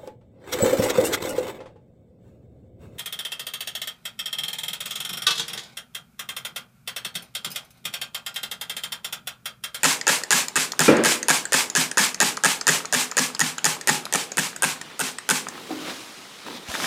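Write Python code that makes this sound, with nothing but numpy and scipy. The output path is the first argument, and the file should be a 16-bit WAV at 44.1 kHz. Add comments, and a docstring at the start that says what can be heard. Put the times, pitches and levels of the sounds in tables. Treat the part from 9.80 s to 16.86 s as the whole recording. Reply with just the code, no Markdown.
"""Creaks, about four a second: a hand trigger spray bottle pumped in a small room, a few metres away.
Each pull is four quickening piston slips (ticks and plastic modes), a thump at the stop (bottle modes)
and a hiss of mist (shaped noise); a rough scrape through the same modes clicks the trigger back.
A knock on hollow wood, later a bump on furniture, are decaying modes with a noise tail.
At the end the person shifts: cloth rustles as clumpy noise. Air, hiss and whines lie beneath."""
import sys
import numpy as np
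from scipy import signal
from scipy.io import wavfile
from scipy.ndimage import uniform_filter1d

SR = 44100
rng = np.random.default_rng(int(sys.argv[2]) if len(sys.argv) > 2 else 0)


def put_to_file(sound):
    """Save the sound as 16-bit audio at rate SR, in the file named by the first command-line argument."""
    columns = np.atleast_2d(sound).T  # one column per channel
    safe = np.clip(columns, -1, 1)
    whole_steps = np.round(safe * 32767)
    wavfile.write(sys.argv[1], SR, whole_steps.astype(np.int16))


def boost(x):
    """Linear amplitude factor 10**(x/20) for a level x in decibels (scalar or array-like)."""
    u = np.asarray(x, float) / 20
    return 10 ** u


N = 311346  # samples

# trigger pulls: (time [s], gap to second slip [ms], creak level [dB], mist level [dB], mist fullest after [ms])
PULLS = [(0.0327, 9.9, -3.5, -22, 78), (0.2685, 10, -1.5, -22, 68.5), (0.5068, 9.3, -2.5, -21.5, 76),
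         (0.7571, 6.5, -4.5, -24.5, 60), (0.9928, 11, -3, -23.5, 69), (1.2379, 10.6, -4, -21.5, 78.5),
         (1.484, 9.9, -1.5, -23, 71.5), (1.722, 10, -4.5, -21.5, 72), (1.9517, 9.1, -2.5, -23, 62),
         (2.1724, 8.4, -1.5, -21, 69), (2.4028, 10.1, -2, -24.5, 70), (2.637, 9.6, -2.5, -24, 75),
         (2.869, 10.1, -1, -23, 77.5), (3.1259, 8.5, -4, -24, 83.5), (3.3692, 9.6, -4, -26, 71),
         (3.594, 9.8, -4.5, -29, 81), (3.8438, 9.3, -3.5, -26.5, 60), (4.0734, 9.2, -3, -26, 68),
         (4.3253, 12.3, -6, -30, 79), (4.571, 9.7, -4.5, -29, 79), (4.8224, 9.7, -5, -29, 74),
         (5.1932, 8.5, -9.5, -31, 78), (5.4902, 10.1, -4, -28, 79)]
# slips of one creak: (tick re creak [dB], head ring re creak [dB])
CREAK_SLIPS = [(-2, -9.5), (-1.5, -10), (-3.5, -9), (-4, -10.5)]
# tick resonances, middle: (frequency [Hz], width [Hz], level [dB])
TICK_MID = [(6960, 1130, 28), (7830, 2100, 22), (5120, 1900, 30.5)]
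# tick resonances, top: (frequency [Hz], width [Hz], level [dB])
TICK_TOP = [(8810, 1730, 23.5), (10900, 1150, 10.5), (13800, 1060, 4.5)]
# plastic head modes: (frequency [Hz], width [Hz], level [dB])
HEAD_MODES = [(1754, 112, 0), (858, 102, -12), (1282, 266, -3), (2170, 240, -10), (2730, 478, 6.5),
              (426, 134, -10.5), (577, 280, -10.5), (3620, 505, 3), (1080, 470, 0.5)]
# the hand turns the bottle away:
# (time [s], main mode pitch factor [1], main mode offset [dB], tick top re middle [dB])
TURN = [(0, 0.98, -1, -4), (2, 0.96, -0.5, -4), (3.6, 1, -3, -5), (4.3, 0.99, -6.5, 1),
        (4.9, 0.92, -5.5, 6.5), (5.5, 0.88, -6, 1.5)]
# pulls whose last two ticks are faint: (time [s])
HASTY_PULLS = [0.2686, 0.7578, 0.9931, 2.1724]
# bottle modes: (frequency [Hz], width [Hz], level [dB])
BOTTLE_MODES = [(168, 47, 3.5), (207, 44.5, -2), (255, 15.3, -13.5), (540, 300, -25)]
# mist spectrum: (frequency [Hz], density [dB per Hz])
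MIST_SPECTRUM = [(180, -14.5), (300, -10), (513, -9.5), (1040, -1.5), (1380, -3.5), (1660, 1), (1870, -2),
                 (2280, 1), (4170, -2.5), (7760, -1), (15200, -17), (16500, -55)]
# trigger springs back: (time [s], level [dB], head ring re level [dB])
RETURNS = [(0.212, -16, -6), (0.435, -16.5, -6), (0.6828, -14.5, -13.5), (0.9191, -16, -9),
           (1.168, -20, -5), (1.4284, -16.5, -8.5), (1.6533, -15.5, -6), (1.8993, -14.5, -13.5),
           (2.1135, -15, -5.5), (2.3446, -15, -11), (2.57, -15.5, -19), (2.811, -16, -14),
           (3.054, -18.5, -10), (3.3135, -19, -10), (3.5482, -21, -3), (3.781, -20, -1.5), (4.011, -23, -2),
           (4.253, -20.5, -9), (4.5177, -19, -3.5), (4.7618, -23, -2.5), (5.013, -23.5, -1),
           (5.3844, -18.5, -5), (5.6847, -20, -7)]
# short hollow tocks: (time [s], level [dB], frequency [Hz])
TOCKS = [(0.416, -25, 1330), (0.935, -22.5, 1110), (2.53, -28, 2830), (2.575, -17, 1220),
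         (2.815, -21, 1320), (3.005, -22, 1260), (3.049, -23, 1250), (3.321, -20.5, 1190),
         (3.502, -26.5, 1240), (3.566, -29, 2880), (3.79, -22.5, 2930), (3.967, -28, 1050),
         (4.266, -23, 1180), (4.731, -28, 1600), (4.962, -27.5, 1620), (5.386, -23, 1160),
         (5.669, -17.5, 1210), (5.724, -29, 1110), (5.754, -29, 1610), (5.779, -28.5, 1080),
         (6.665, -27.5, 1160), (6.684, -24.5, 900), (6.708, -27, 990), (6.941, -18, 1730),
         (6.952, -16, 1620), (7.001, -18.5, 1200), (7.043, -13, 1670)]
# hollow wood modes: (frequency [Hz], level [dB], t60 [s])
WOOD = [(226.5, -4.5, 0.66), (323.5, 3.5, 0.37), (289, -7, 0.46), (272, -8, 0.46), (374, -2.5, 0.3),
        (450, -30, 0.63), (451, -7, 0.4), (495, -5, 0.68), (550, -3.5, 0.43), (590, -8, 0.64),
        (622, -16, 0.33), (845, -13, 0.39), (860, -13.5, 0.36), (1240, -27, .3), (1350, -3.5, 0.24),
        (2395, 1.5, 0.072), (150.5, -6.5, 0.21)]
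# furniture modes: (frequency [Hz], level [dB], t60 [s])
BUMP = [(307, -2, 0.75), (264, -3.5, 0.68), (388, -25, 0.28), (755, 4, 0.056), (518, -16, .25)]
# knocks: (time [s], level [dB], diffuse tail offset [dB], modes table)
KNOCKS = [(1.08, -14.5, 1, WOOD), (5.905, -30, -7, BUMP)]
# diffuse tail spectrum: (frequency [Hz], density [dB per Hz])
KNOCK_TAIL = [(29, -62), (50, -23), (324, 7), (594, -0.5), (704, -9.5), (1390, -6.5), (2000, -10.5),
              (8570, -36), (15000, -49), (16500, -92)]
# cloth and shoe moves: (fullest at [s], level [dB], swell [dB/s], fade [dB/s], what rubs)
MOVES = [(5.1, -48, 55, 109, "sofa"), (5.78, -51, 62, 63, "shoe"), (5.913, -50.5, 400, 82, "shoe"),
         (6.098, -34, 200, 450, "sofa"), (6.13, -44.5, 30, 24, "shirt"), (6.667, -48, 1200, 80, "shoe"),
         (6.772, -48, 75, 1000, "sleeve"), (6.888, -44, 1200, 15, "shirt"), (6.95, -45, 175, 147, "shirt"),
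         (7.045, -32.5, 167, 100, "shirt")]
# by what rubs: (low scuff [dB], narrow swish [dB], treble [dB]), all re rustle body
RUBS = {"shoe": (6, -8, -15), "sleeve": (-8, 3, -9), "shirt": (-9, -9, -3), "sofa": (-8, -14, -17)}
# rustle body spectrum: (frequency [Hz], density [dB per Hz])
CLOTH_SPECTRUM = [(210, -32), (350, -11), (667, -3), (1320, -2), (1500, -7), (1680, -5.5), (2040, -6),
                  (3510, -5), (5500, -17), (7150, -39), (12100, -120)]
# scuff, swish and treble spectra: (frequency [Hz], density [dB per Hz])
SCUFF_SPECTRUM = [(60, -30), (130, -8), (270, 0), (500, -5), (800, -30)]
SWISH_SPECTRUM = [(2500, -28), (3100, -8), (3800, 0), (4700, -7), (6300, -16), (7500, -36)]
TREBLE_SPECTRUM = [(3600, -25), (4900, 0), (6500, -1), (11000, -8), (15500, -17), (17000, -50)]
# weight shift through the floor: (time [s], level [dB], frequency [Hz])
STEPS = [(6.883, -28, 66)]
# room decay: (frequency [Hz], t60 [s])
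ROOM_T60 = [(150, 0.73), (500, 0.62), (1500, 0.3), (4000, 0.089), (9000, 0.19), (16000, 0.16)]
# bench and wall echoes: (delay [ms], level [dB])
NEAR_ECHOES = [(2.2, -29), (5.4, -25.5)]
# air and hiss spectrum: (frequency [Hz], density [dB per Hz])
FLOOR_SPECTRUM = [(15, -48), (25, -16), (74, -12), (177, 11.5), (422, 7.5), (553, 5), (902, 8), (1930, 7),
                  (2090, 6.5), (3910, 4.5), (8830, -4.5), (12900, -14), (15200, -17), (16500, -44)]
# faint steady electronics: (frequency [Hz], level [dB])
WHINES = [(9001, -78), (11999, -89), (14998, -76)]
# deep murmur of the electronics: (frequency [Hz], density [dB per Hz])
RUMBLE_SPECTRUM = [(10, -3), (40, 0), (70, -20), (120, -60)]

GAP_RATIO = 0.82  # each slip gap re the one before
TICK_CHANCE_DB, RING_CHANCE_DB, TOP_CHANCE_DB = 1.5, 1.5, 3.0
FIRST_SLIP_DB_PER_S = -0.38  # later pulls have a gentler first slip
HASTY_DB = -6
GRIP_PER_S = 0.072  # tightening grip widens the head modes by this share each second
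MIST_DELAY_MS, MIST_FALL_MS = 5.6, 61  # start; time from fullest to 15 dB down
# trigger meets its stop, counted from the first slip; later pulls are squeezed slower and further home
STOP_MS, STOP_MS_PER_S, STOP_CHANCE_MS = 17.3, 1.43, 4.12
THUMP_DB, THUMP_DB_PER_S, THUMP_CHANCE_DB = -27, 0.57, 1.7
THUMP_DB_PER_CREAK_DB = 0.39
SCRAPE_MS, SCRAPE_MS_PER_DB = 0.8, -0.14  # a softer return scrapes longer
SCATTER_DB, SCATTER_T60_S = -8, 0.03  # clutter on the bench
FLOOR_DB, RUMBLE_DB = -48, -79
MIC_LOW_HZ, MIC_TOP_HZ = 120, 15800


def evened(x):
    """Scales to rms 1."""
    return x / np.sqrt(np.mean(x ** 2) + 1e-20)


def read(points, hz):
    """Reads a table on a log-frequency axis."""
    f, value = np.transpose(points)
    return np.interp(np.log(hz + 1), np.log(f + 1), value)


def add(mix, s, sound):
    """Lays a sound into the mix at s seconds."""
    part = mix[round(s * SR):][:len(sound)]
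    part += sound[:len(part)]


def noise(spectrum, patchy_db):
    """Coloured noise of rms 1 with small drifting time-frequency patches."""
    real, imag, patches = rng.standard_normal((N // 128 + 5, 257, 3)).T
    patches = uniform_filter1d(patches, size=6, axis=0)
    patches = evened(uniform_filter1d(patches, size=8, axis=1))
    level_db = read(spectrum, np.fft.rfftfreq(512, 1 / SR))[:, None] + patchy_db * patches
    z = (real + 1j * imag) * boost(level_db)
    return evened(signal.istft(z, nperseg=512, noverlap=384)[1][:N])


def ring(modes, force, spread, rise_ms):
    """A force through damped modes that swell in rise_ms, varied by spread; peak 1."""
    t = np.arange(2200) / SR
    hz, width_hz, db = np.transpose(modes)[:, :, None]
    detune, level, phase = rng.standard_normal((3, len(modes), 1))
    swell = 1 - np.exp(-(t * 1000 / rise_ms) ** 2)
    decay = boost(db + 70 * spread * level) * np.exp(-np.pi * width_hz * t)
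    body = decay * np.sin(2 * np.pi * (hz * (1 + spread * detune) * t + phase))
    sound = np.convolve(force, swell * body.sum(0))
    return sound / abs(sound).max()


def burst(ms):
    """Rough force that starts almost at once and stops after about ms, never under 1 ms."""
    u = np.arange(500) / SR * 1000 / max(ms, 1)
    return np.minimum(u * 8, 1) * np.exp(-u ** 3) * rng.standard_normal(500)


def struck(roughness, ms):
    """A unit impact followed by a rough judder."""
    force = roughness * burst(ms)
    force[0] = 1
    return force


def slips():
    """Each slip of the piston seal ticks and strikes the plastic head, then judders; slips quicken."""
    out = np.zeros(N)
    when_s, pitch, main_db, top_db = np.transpose(TURN)
    chance = rng.standard_normal((len(PULLS), len(CREAK_SLIPS), 3))
    chance *= [TICK_CHANCE_DB, RING_CHANCE_DB, TOP_CHANCE_DB]
    for (s, gap_ms, creak_db, *_), luck_db in zip(PULLS, chance):
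        head = np.array(HEAD_MODES, float)
        head[0, 0] *= np.interp(s, when_s, pitch)
        head[0, 2] += np.interp(s, when_s, main_db)
        head[:, 1] *= 1 + GRIP_PER_S * s
        top = np.interp(s, when_s, top_db)
        luck_db[0, :2] += FIRST_SLIP_DB_PER_S * s
        if np.isclose(s, HASTY_PULLS, atol=.01).any():
            luck_db[2:, 0] += HASTY_DB
        for (tick_db, head_db), (tick_luck, ring_luck, top_luck) in zip(CREAK_SLIPS, luck_db):
            chatter = struck(.065, ms=1.6)
            tick = ring(TICK_MID, chatter, .015, rise_ms=.45)
            tick = tick + boost(top + top_luck) * ring(TICK_TOP, chatter, .025, rise_ms=.4)
            add(out, s, boost(creak_db + tick_db + tick_luck) * tick / abs(tick).max())
            head_ring = ring(head, struck(.13, ms=4.97), .013, rise_ms=1.1)
            add(out, s, boost(creak_db + head_db + ring_luck) * head_ring)
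            s += gap_ms / 1000
            gap_ms *= GAP_RATIO
    return out


def mist():
    """Pressure builds, the nozzle hisses, then fades; drops break up unevenly and sputter."""
    flow, ms = np.zeros(N), np.arange(SR // 4) / SR * 1000
    for s, _, _, mist_db, full_ms in PULLS:
        rise = np.clip((ms - MIST_DELAY_MS) / (full_ms - MIST_DELAY_MS), 0, 1) ** 0.24
        fall_db = -15 * (np.maximum(ms - full_ms, 0) / MIST_FALL_MS) ** 1.31
        add(flow, s, boost(mist_db + fall_db) * rise)
    sputter = evened(uniform_filter1d(rng.standard_normal(N), size=50))
    return flow * boost(1.2 * sputter) * noise(MIST_SPECTRUM, patchy_db=.6)


def thumps():
    """The trigger meets its stop and the bottle's low modes swell and ring."""
    out = np.zeros(N)
    for s, _, creak_db, *_ in PULLS:
        late, loud = rng.standard_normal(2)
        db = THUMP_DB + THUMP_DB_PER_CREAK_DB * creak_db + THUMP_DB_PER_S * s + THUMP_CHANCE_DB * loud
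        stop_ms = abs(STOP_MS + STOP_MS_PER_S * s + STOP_CHANCE_MS * late)
        add(out, s + stop_ms / 1000, boost(db) * ring(BOTTLE_MODES, [1], .033, rise_ms=19))
    return out


def returns():
    """The sprung trigger scrapes home in a few milliseconds, exciting tick and head modes."""
    out = np.zeros(N)
    damped = np.multiply(HEAD_MODES, [1, 2.5, 1])  # the gripping hand deadens the head
    for s, db, head_db in RETURNS:
        force = burst(SCRAPE_MS + SCRAPE_MS_PER_DB * db)
        add(out, s, boost(db) * ring(TICK_MID + TICK_TOP, force, .03, rise_ms=.2))
        add(out, s, boost(db + head_db) * ring(damped, force, .04, rise_ms=.4))
    return out


def tocks():
    """Small tocks from hand and bottle: a hollow mode, an overtone and a bright click."""
    out = np.zeros(N)
    for s, db, hz in TOCKS:
        modes = [(hz, 330, 0), (1.9 * hz, 900, -8), (6800, 2500, -12)]
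        add(out, s, boost(db) * ring(modes, [1], .0044, rise_ms=.14))
    return out


def knocks():
    """Modes and a diffuse tail that swell for a few milliseconds; the tail dies with the room."""
    out, t, tail = np.zeros(N), np.arange(SR) / SR, noise(KNOCK_TAIL, patchy_db=.8)
    swell = np.minimum(0.67 + t / 0.022, 1) * np.minimum(t / 0.0011, 1)
    for k, (s, level_db, tail_db, table) in enumerate(KNOCKS):
        hz, db, t60_s = np.transpose(table)[:, :, None]
        modes = boost(db - 60 * t / t60_s) * np.sin(2 * np.pi * (hz * t + rng.random(hz.shape)))
        diffuse = boost(tail_db - 60 * t / 0.69) * tail[k * SR:][:SR]
        add(out, s, boost(level_db) * (modes.sum(0) + diffuse) * swell)
    return out


def rustle():
    """Rubbing cloth and shoes: noise in soft clumps, mixed from scuff, body, swish and treble."""
    t, out = np.arange(N) / SR, np.zeros(N)
    scuff = noise(SCUFF_SPECTRUM, patchy_db=2.5)
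    swish = noise(SWISH_SPECTRUM, patchy_db=.6)
    treble = noise(TREBLE_SPECTRUM, patchy_db=.8)
    body = noise(CLOTH_SPECTRUM, patchy_db=2.5)
    clumps = boost(1.3 * evened(uniform_filter1d(rng.standard_normal(N), size=150)))
    for s, db, swell, fade, kind in MOVES:
        level = boost(db - np.where(t < s, swell, fade) * abs(t - s))
        out += level * clumps * (body + boost(RUBS[kind]) @ np.array([scuff, swish, treble]))
    return out


def steps():
    """A weight shift sets two low floor modes ringing softly."""
    out = np.zeros(N)
    for s, db, hz in STEPS:
        add(out, s, boost(db) * ring([(hz, 45, 0), (3.3 * hz, 60, -9)], [1], .01, rise_ms=12))
    return out


def room(x, wet_db, near):
    """Near echoes and scatter, then sparse taps whose bands die at their own speed."""
    taps = np.zeros(SR)
    at = np.arange(350, SR - 20, 20)
    taps[at + rng.integers(0, 20, len(at))] = rng.choice([-1., 1.], len(at))
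    hz, t, z = signal.stft(taps, SR, nperseg=256)
    t60_s = np.maximum(read(ROOM_T60, hz), .05)[:, None]
    tail = signal.istft(z * boost(-60 * t / t60_s), SR, nperseg=256)[1]
    tail *= boost(wet_db) / np.linalg.norm(tail)
    scatter = rng.standard_normal(2000) * boost(-60 * np.arange(2000) / SR / SCATTER_T60_S)
    tail[40:2040] += near * boost(SCATTER_DB) * scatter / np.linalg.norm(scatter)
    tail[0] += 1  # direct sound
    for ms, db in NEAR_ECHOES:
        tail[round(ms * SR / 1000)] += near * boost(db)
    return signal.fftconvolve(x, tail)[:N]


def floor():
    """Room air and microphone hiss as coloured noise, with faint sine whines."""
    t = np.arange(N) / SR
    whine = sum(np.sqrt(2) * boost(db) * np.sin(2 * np.pi * hz * t) for hz, db in WHINES)
    return boost(FLOOR_DB) * noise(FLOOR_SPECTRUM, patchy_db=2) + whine


def scene():
    """The bottle sounds through the room; mist and thumps get much weaker near echoes."""
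    clicks = room(slips() + returns() + tocks(), wet_db=-12, near=1)
    spray = room(mist() + thumps(), wet_db=-13.5, near=.28)  # the mist and thumps take only a little of the near echoes and scatter
    return (clicks + spray + knocks() + rustle() + steps() + floor())[None]


def low_pass(x):
    """Removes everything above the highest recorded frequency."""
    return signal.sosfilt(signal.butter(12, 17080, fs=SR, output="sos"), x)


def record(dry):
    """A small microphone drops the deep bass, adds a murmur, overloads softly and loses the top."""
    bass_cut = signal.butter(2, MIC_LOW_HZ, "high", fs=SR, output="sos")
    top_cut = signal.butter(6, MIC_TOP_HZ, fs=SR, output="sos")
    heard = signal.sosfilt(bass_cut, dry)
    heard = heard + boost(RUMBLE_DB) * noise(RUMBLE_SPECTRUM, patchy_db=2)
    held = np.tanh(heard / 1.02) * 1.33
    finished = signal.sosfilt(top_cut, held)
    return low_pass(finished)


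dry = scene()
out = record(dry)
put_to_file(out)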